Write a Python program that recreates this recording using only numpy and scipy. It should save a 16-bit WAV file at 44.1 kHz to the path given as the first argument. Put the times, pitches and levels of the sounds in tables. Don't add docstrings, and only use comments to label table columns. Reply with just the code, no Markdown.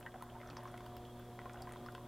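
import sys
import numpy as np
from scipy import signal
from scipy.fft import rfft, irfft, next_fast_len
from scipy.io import wavfile

SR = 44100
rng = np.random.default_rng(int(sys.argv[2]) if len(sys.argv) > 2 else 0)


def transcribe(signal):
    frames = np.atleast_2d(signal).T
    limited = np.clip(frames, -1, 1)
    pcm = np.round(limited * 32767).astype(np.int16)
    wavfile.write(sys.argv[1], SR, pcm)


def undo_db(level):
    steps = np.asarray(level, float) / 20
    return 10 ** steps


N = 91507

# [t/s, hum level/dB]
PUMP_LOAD = [
    (0.0, -55.5),
    (0.84, -51.5),
    (2.07, -52),
]
# [multiple of HUM_HZ, level/dB, wobble/dB]
HUM_LINES = [(.5, -13, 1), (1, 1, 0.4), (2, -2.5, 1.34), (3, -2, -0.65), (4, -15, -6), (5, -12.5, -1),
             (6, -3.5, 1.9), (8, -15.5, 1), (10, -17.5, -0.5), (12, -33, 3)]
HUM_HZ, HUM_TRIM_DB, WOBBLE_PER_S = 120, -2, 6.9
# [f/Hz, level/dB per Hz]
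RUMBLE_SPECTRUM = [(12, -11), (28, 7), (50, 2.5), (170, -1), (420, -3.5), (1000, -8.5), (2000, -20.5),
                   (6000, -33.5)]
RUMBLE_DB = -57
# [f/Hz, width/Hz, level/dB]
WHINE_RESONANCES = [(566.2, 19, -68), (3286, 41, -79), (3300, 47, -82), (3480, 29, -82.5),
                    (3446, 1340, -74)]

# [t/s, level/dB]
TRICKLE_FLOW = [
    (0.0, -68.5),
    (0.27, -65),
    (0.58, -63),
    (1.05, -71.5),
    (1.27, -75),
    (1.46, -71.5),
    (1.6, -63.5),
    (1.77, -69.5),
    (1.95, -80),
    (2.07, -72),
]
GURGLES_PER_S, GURGLE_DB, GURGLE_CYCLES = 300, 3, 10.4
GURGLE_LOW_HZ, GURGLE_HIGH_HZ, GURGLE_SOFT_HZ = 632, 2210, 1800
RECESS_T60_S, RECESS_DB, RECESS_CUT_HZ = 0.11, -16.5, 20000

# [t/s, peak level/dB, centre f/Hz]
SPRAY_DROPLETS = [(0.0024, -49, 11000), (0.2232, -44.5, 10400), (0.2364, -52, 11500), (0.634, -55, 10400),
                  (0.776, -51.5, 8600), (0.8619, -49, 13900), (0.8623, -63, 7500), (0.9657, -60, 8000),
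                  (1.6197, -48, 13500), (0.716, -54, 9300), (0.9657, -46, 14000), (1.1765, -57, 10400),
                  (1.1955, -45.5, 14400), (1.6197, -48.5, 9150), (1.6921, -52, 13700), (1.722, -46.5, 8800),
                  (1.735, -52.5, 8440), (1.861, -57, 10200), (1.921, -51.5, 10300), (1.949, -54, 8710)]
SPRAY_OCTAVES, SPRAY_T60_S = 0.76, 0.006
# [t/s, peak level/dB, centre f/Hz, width/octaves]
SPLASHES = [(0.0268, -52, 2800, 0.25), (0.0628, -53.5, 2900, 0.28), (1.708, -57, 2920, 0.23),
            (.505, -52, 2560, 0.35), (0.1196, -55, 3000, 0.44), (0.2987, -50.5, 2940, 0.3),
            (0.6055, -53, 3130, 0.37), (0.7751, -51, 3270, 0.42), (0.8054, -55.5, 3430, 0.89),
            (0.8629, -52, 2940, 0.2), (0.9672, -46.5, 3220, 0.62), (1.051, -49, 3130, 0.25),
            (1.496, -54, 2480, 0.69), (1.5718, -54, 2600, 0.33), (1.736, -53, 3250, 0.99),
            (1.7689, -53.5, 3370, 0.42), (1.949, -46, 2750, 0.67), (0.2229, -55.5, 4080, 0.25),
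            (0.4728, -54.5, 5600, 0.35), (0.5003, -47, 4300, 0.7), (0.5686, -45, 5200, 0.32),
            (0.674, -58, 5600, 0.46), (.683, -58, 5300, .6), (1.6205, -56, 6500, 0.3),
            (0.8619, -52.5, 4500, 0.44), (0.9662, -58, 4740, 0.37), (1.5324, -50, 6700, 0.63),
            (1.6207, -45, 4920, 0.2), (1.8617, -49, 4770, 0.38), (1.9205, -57, 5150, 0.41),
            (1.949, -51.5, 4160, 0.47)]
SPLASH_T60_S, SPLASH_TRIM_DB, SPLASH_ATTACK_S = 0.011, -1, 0.00063
SPLAT_DB, SPLAT_OCTAVES, SPLAT_T60_S = -8, 0.76, 0.0071
# [t/s, peak level/dB, centre f/Hz]
FLAT_DROPS = [(.142, -46.5, 1400), (0.224, -42.5, 1600), (.807, -54, 1500), (0.966, -56, 1400),
              (0.028, -52, 1600), (.01, -47, 1590), (.063, -52, 2580), (.353, -54, 1100),
              (0.415, -45.5, 1890), (.568, -42, 1880), (0.632, -49, 1600), (.654, -51, 1600),
              (.68, -46.5, 1900), (.742, -46, 1310), (0.862, -47.5, 1300), (1.391, -38, 1450),
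              (1.417, -48, 1700), (1.457, -44, 1400), (1.496, -43, 2000), (1.544, -50, 1400),
              (1.606, -54, 1400), (1.621, -55, 1500), (1.672, -46.5, 1870), (1.693, -44, 1700),
              (1.706, -50, 2000), (1.722, -44, 1900), (1.737, -48, 2100), (1.76, -47.5, 1500),
              (1.849, -57, 1800), (1.861, -49, 1390), (1.951, -45.5, 1400), (1.981, -52, 1710)]
SMACK_CYCLES = 5.2

# [t/s, peak level/dB, f/Hz, t60/s]
PLOP_DROPS = [(0.054, -46.5, 864, 0.092), (0.063, -37, 1800, 0.044), (0.209, -47.5, 1256, 0.13),
              (0.224, -37, 1020, 0.015), (0.353, -43.5, 883, 0.04), (0.415, -46, 1880, 0.015),
              (0.432, -44.5, 1270, 0.032), (0.488, -45, 1210, 0.03), (0.569, -40, 1050, 0.028),
              (0.635, -47, 1006, 0.043), (0.655, -39.5, 1050, 0.037), (0.687, -48, 1470, 0.022),
              (0.742, -45, 1450, 0.023), (0.806, -39.5, 1020, 0.019), (0.863, -45.5, 1040, 0.025),
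              (1.39, -44, 1520, 0.021), (1.403, -53, 1080, 0.028), (1.417, -56, 1050, 0.022),
              (1.459, -39.5, 1045, 0.045), (1.498, -44.5, 1340, 0.018), (1.557, -47, 1470, 0.025),
              (1.673, -39, 988, 0.031), (1.692, -44, 1400, 0.0074), (1.76, -41.5, 1060, 0.018),
              (1.862, -41.5, 1180, 0.038), (1.886, -38, 1450, 0.021), (1.95, -38.5, 1050, 0.013),
              (1.979, -44.5, 1060, 0.029)]
# [t/s, peak level/dB, f/Hz, t60/s]
TWIN_BUBBLES = [(.064, -35.5, 1540, 0.025), (.143, -48, 1450, 0.024), (.365, -41.5, 865, 0.033),
                (.385, -48, 1010, .025), (.402, -46, 2010, 0.023), (.5, -47.5, 1340, 0.028),
                (.53, -42, 1060, 0.015), (.46, -45.5, 1320, 0.045), (.52, -50, 1280, 0.031),
                (.582, -41, 866, 0.034), (.59, -44.5, 1050, .025), (.6, -44, 900, .03),
                (.627, -48, 605, .03), (.675, -47, 1260, .025), (.7, -50, 1340, .02),
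                (.718, -60, 1200, 0.018), (.762, -61, 1390, .015), (.778, -48, 2100, 0.02),
                (.825, -60, 1190, 0.018), (.894, -50, 974, .02), (.953, -52, 1020, .02),
                (1.083, -52.5, 1070, 0.017), (.92, -47.5, 1120, 0.024), (.967, -49, 1350, 0.023),
                (1.197, -46, 1210, 0.018), (1.225, -53, 1490, 0.015), (1.391, -46, 1910, 0.029),
                (1.404, -61, 1800, 0.018), (1.432, -56, 1050, .02), (1.47, -61, 1490, .02),
                (1.573, -54, 1400, .03), (1.587, -58, 1520, .02), (1.643, -49, 1150, 0.015),
                (1.674, -47, 1550, 0.037), (1.71, -45, 1300, 0.029), (1.745, -56, 1500, 0.013),
                (1.811, -52, 1090, 0.018), (1.904, -59, 1420, .015), (2.01, -49, 1070, .02),
                (1.738, -51, 1940, 0.027), (1.863, -52, 1510, 0.023), (1.925, -49, 1050, 0.019),
                (1.951, -42.5, 1550, 0.022), (2.063, -51, 1010, 0.037)]
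# [t/s, peak level/dB, f/Hz, t60/s]
GLUG_BUBBLES = [
    (.142, -42, 732, 0.089),
    (.158, -39.5, 748, 0.048),
    (.741, -35.5, 670, 0.024),
    (1.457, -39, 776, 0.03),
    (1.544, -41, 782, 0.054),
    (1.606, -38.5, 717, 0.047),
    (1.622, -43.5, 750, 0.082),
]
PLOP_ATTACK_S, PLOP_TRIM_DB = 0.00044, -3
RISE_PER_S = 5.3
COLLAPSE = 1.023
# [f/Hz, level/dB, t60/s]
CUP_MODES = [(750, -1.5, 0.011), (1050, -2, 0.043), (1450, 5, 0.018), (1892, -4.5, 0.03),
             (2310, -4.5, 0.013), (2926, -5.5, 0.03)]
CUP_DB, CUP_FALL_DB_PER_OCTAVE = -5, 9

# [t/s, peak level/dB, f/Hz, t60/s]
HAND_KNOCKS = [
    (0.502, -49, 287, 0.17),
    (.51, -48, 160, 0.17),
    (.96, -44, 63.6, 0.22),
    (1.579, -52, 55, 0.38),
]

# [f/Hz, level/dB per Hz]
HISS_SPECTRUM = [(100, -10.5), (1000, -6.5), (2500, -3.5), (5000, 0.5), (10000, 0.5), (16000, -1.5)]
HISS_MID_DB, HISS_SIDE_DB = -72.5, -73.5


def rms_one(x):
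    return x / np.sqrt(np.mean(x ** 2) + 1e-20)


def in_time(rows):
    s, v = np.transpose(rows)
    return np.interp(np.arange(N) / SR, s, v)


def drift(rate):
    r = np.exp(-80 * np.pi * rate / SR)
    noise = rng.standard_normal(N // 40 + 2002)
    slow = signal.lfilter([1], [1, -2 * r, r * r], noise)[2000:]
    return np.interp(np.arange(N) / 40, np.arange(len(slow)), rms_one(slow))


def ring(clicks, hz, t60):
    r = undo_db(-60 / (t60 * SR))
    w = 2 * np.pi * hz / SR
    return signal.lfilter([0, np.sin(w)], [1, -2 * r * np.cos(w), r * r], clicks + 1e-18)


def coloured(points):
    size = next_fast_len(N)
    hz, db = np.transpose(points)
    f = np.maximum(np.arange(size // 2 + 1) * SR / size, 1)
    gain = undo_db(np.interp(np.log(f), np.log(hz), db))
    return rms_one(irfft(rfft(rng.standard_normal(size)) * gain, size)[:N])


def add(out, s, sound):
    i = int(s * SR)
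    out[i:i + len(sound)] += sound[:N - i]


def machine():
    load_db, t = in_time(PUMP_LOAD), np.arange(N) / SR
    hum = np.zeros(N)
    for k, db, wobble_db in HUM_LINES:
        level = undo_db(db + wobble_db * drift(WOBBLE_PER_S))
        hum += level * np.sin(2 * np.pi * (k * HUM_HZ * t + rng.random()))
    whine = np.zeros(N)
    for hz, width, db in WHINE_RESONANCES:
        whine += undo_db(db) * rms_one(ring(rng.standard_normal(N), hz, 4.8 / width))
    rumble = undo_db(RUMBLE_DB + 1.0 * drift(3.0)) * coloured(RUMBLE_SPECTRUM)
    return undo_db(load_db + HUM_TRIM_DB) * hum + undo_db(load_db - load_db.mean()) * (rumble + whine)


def gurgle():
    signs = rng.choice([-1, 1], N)
    born = rng.random(N) < GURGLES_PER_S / SR
    size_class = rng.integers(0, 16, size=N)
    rings = np.zeros(N)
    for k, hz in enumerate(np.geomspace(GURGLE_LOW_HZ, GURGLE_HIGH_HZ, 16)):
        rings += ring(signs * born * (size_class == k), hz, GURGLE_CYCLES / hz)
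    b, a = signal.butter(2, GURGLE_SOFT_HZ, fs=SR)
    return undo_db(in_time(TRICKLE_FLOW) + GURGLE_DB) * rms_one(signal.lfilter(b, a, rings))


def recess(x):
    size = next_fast_len(N + SR // 2)
    f = np.arange(size // 2 + 1) * SR / size
    dull = 1 / (1 + 1j * f / RECESS_CUT_HZ)
    response = 0
    for k, lag in enumerate(rng.uniform(.002, .011, size=8)):
        loop = undo_db(-60 * lag / RECESS_T60_S) * dull * np.exp(-2j * np.pi * f * lag)
        response = response + (-1) ** k * loop / (1 - loop)
    return irfft(rfft(x, size) * response, size)[:N]


def splashes(rows, t60):
    out, t = np.zeros(N), np.arange(SR // 20) / SR
    envelope = undo_db(-60 * t / t60) * (1 - np.exp(-t / SPLASH_ATTACK_S))
    for s, db, hz, octaves in rows:
        half = 2 ** (octaves / 2)
        edges = [hz / half, min(hz * half, .45 * SR)]
        band = signal.butter(2, edges, "band", fs=SR, output="sos")
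        burst = signal.sosfilt(band, rng.standard_normal(len(t)) * envelope)
        add(out, s, undo_db(db + SPLASH_TRIM_DB) * burst / np.abs(burst).max())
    return out


def smacks():
    out, t = np.zeros(N), np.arange(SR // 50) / SR
    for s, db, hz in FLAT_DROPS:
        decay = undo_db(db + 6 - 60 * t * hz / SMACK_CYCLES)
        add(out, s, decay * np.sin(2 * np.pi * hz * t))
    return out


def plops(rows):
    out, t = np.zeros(N), np.arange(SR // 8) / SR
    attack = 1 - np.exp(-t / PLOP_ATTACK_S)
    for s, db, hz, t60 in rows:
        decay = undo_db(-60 * (t / max(t60, .005)) ** COLLAPSE)
        sound = decay * np.sin(2 * np.pi * hz * (t + RISE_PER_S * t * t / 2))
        for f, mode_db, ring_s in CUP_MODES:
            luck_db = rng.normal(0, 2.24)
            mismatch_db = CUP_FALL_DB_PER_OCTAVE * abs(np.log2(f / hz))
            level = undo_db(CUP_DB + mode_db + luck_db - mismatch_db - 60 * t / ring_s)
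            sound += level * np.sin(2 * np.pi * f * undo_db(luck_db / 9) * t)
        add(out, s, undo_db(db + PLOP_TRIM_DB) * attack * sound)
    return out


def knocks():
    out, t = np.zeros(N), np.arange(SR // 3) / SR
    for s, db, hz, t60 in HAND_KNOCKS:
        envelope = undo_db(db - 60 * t / t60) * (1 - np.exp(-t * hz))
        add(out, s, envelope * np.sin(2 * np.pi * hz * t))
    return out


def scene():
    spray = [(*row, SPRAY_OCTAVES) for row in SPRAY_DROPLETS]
    splats = [(s, db + SPLAT_DB, hz, SPLAT_OCTAVES) for s, db, hz, t60 in PLOP_DROPS]
    water = gurgle() + smacks()
    water += splashes(spray, SPRAY_T60_S)
    water += splashes(SPLASHES, SPLASH_T60_S)
    water += splashes(splats, SPLAT_T60_S)
    water += plops(PLOP_DROPS) + plops(GLUG_BUBBLES) + plops(TWIN_BUBBLES)
    mono = machine() + water + undo_db(RECESS_DB) * recess(water) + knocks()
    return np.tile(mono, (2, 1))


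def low_pass(x):
    return signal.sosfilt(signal.butter(12, 15800, fs=SR, output="sos"), x)


def record(dry):
    mid = undo_db(HISS_MID_DB) * coloured(HISS_SPECTRUM)
    side = undo_db(HISS_SIDE_DB) * coloured(HISS_SPECTRUM)
    hiss = mid + side * [[1], [-1]]
    top = signal.ellip(12, .5, 60, 15850, fs=SR, output="sos")
    return low_pass(signal.sosfilt(top, dry + hiss))


dry = scene()
out = record(dry)
transcribe(out)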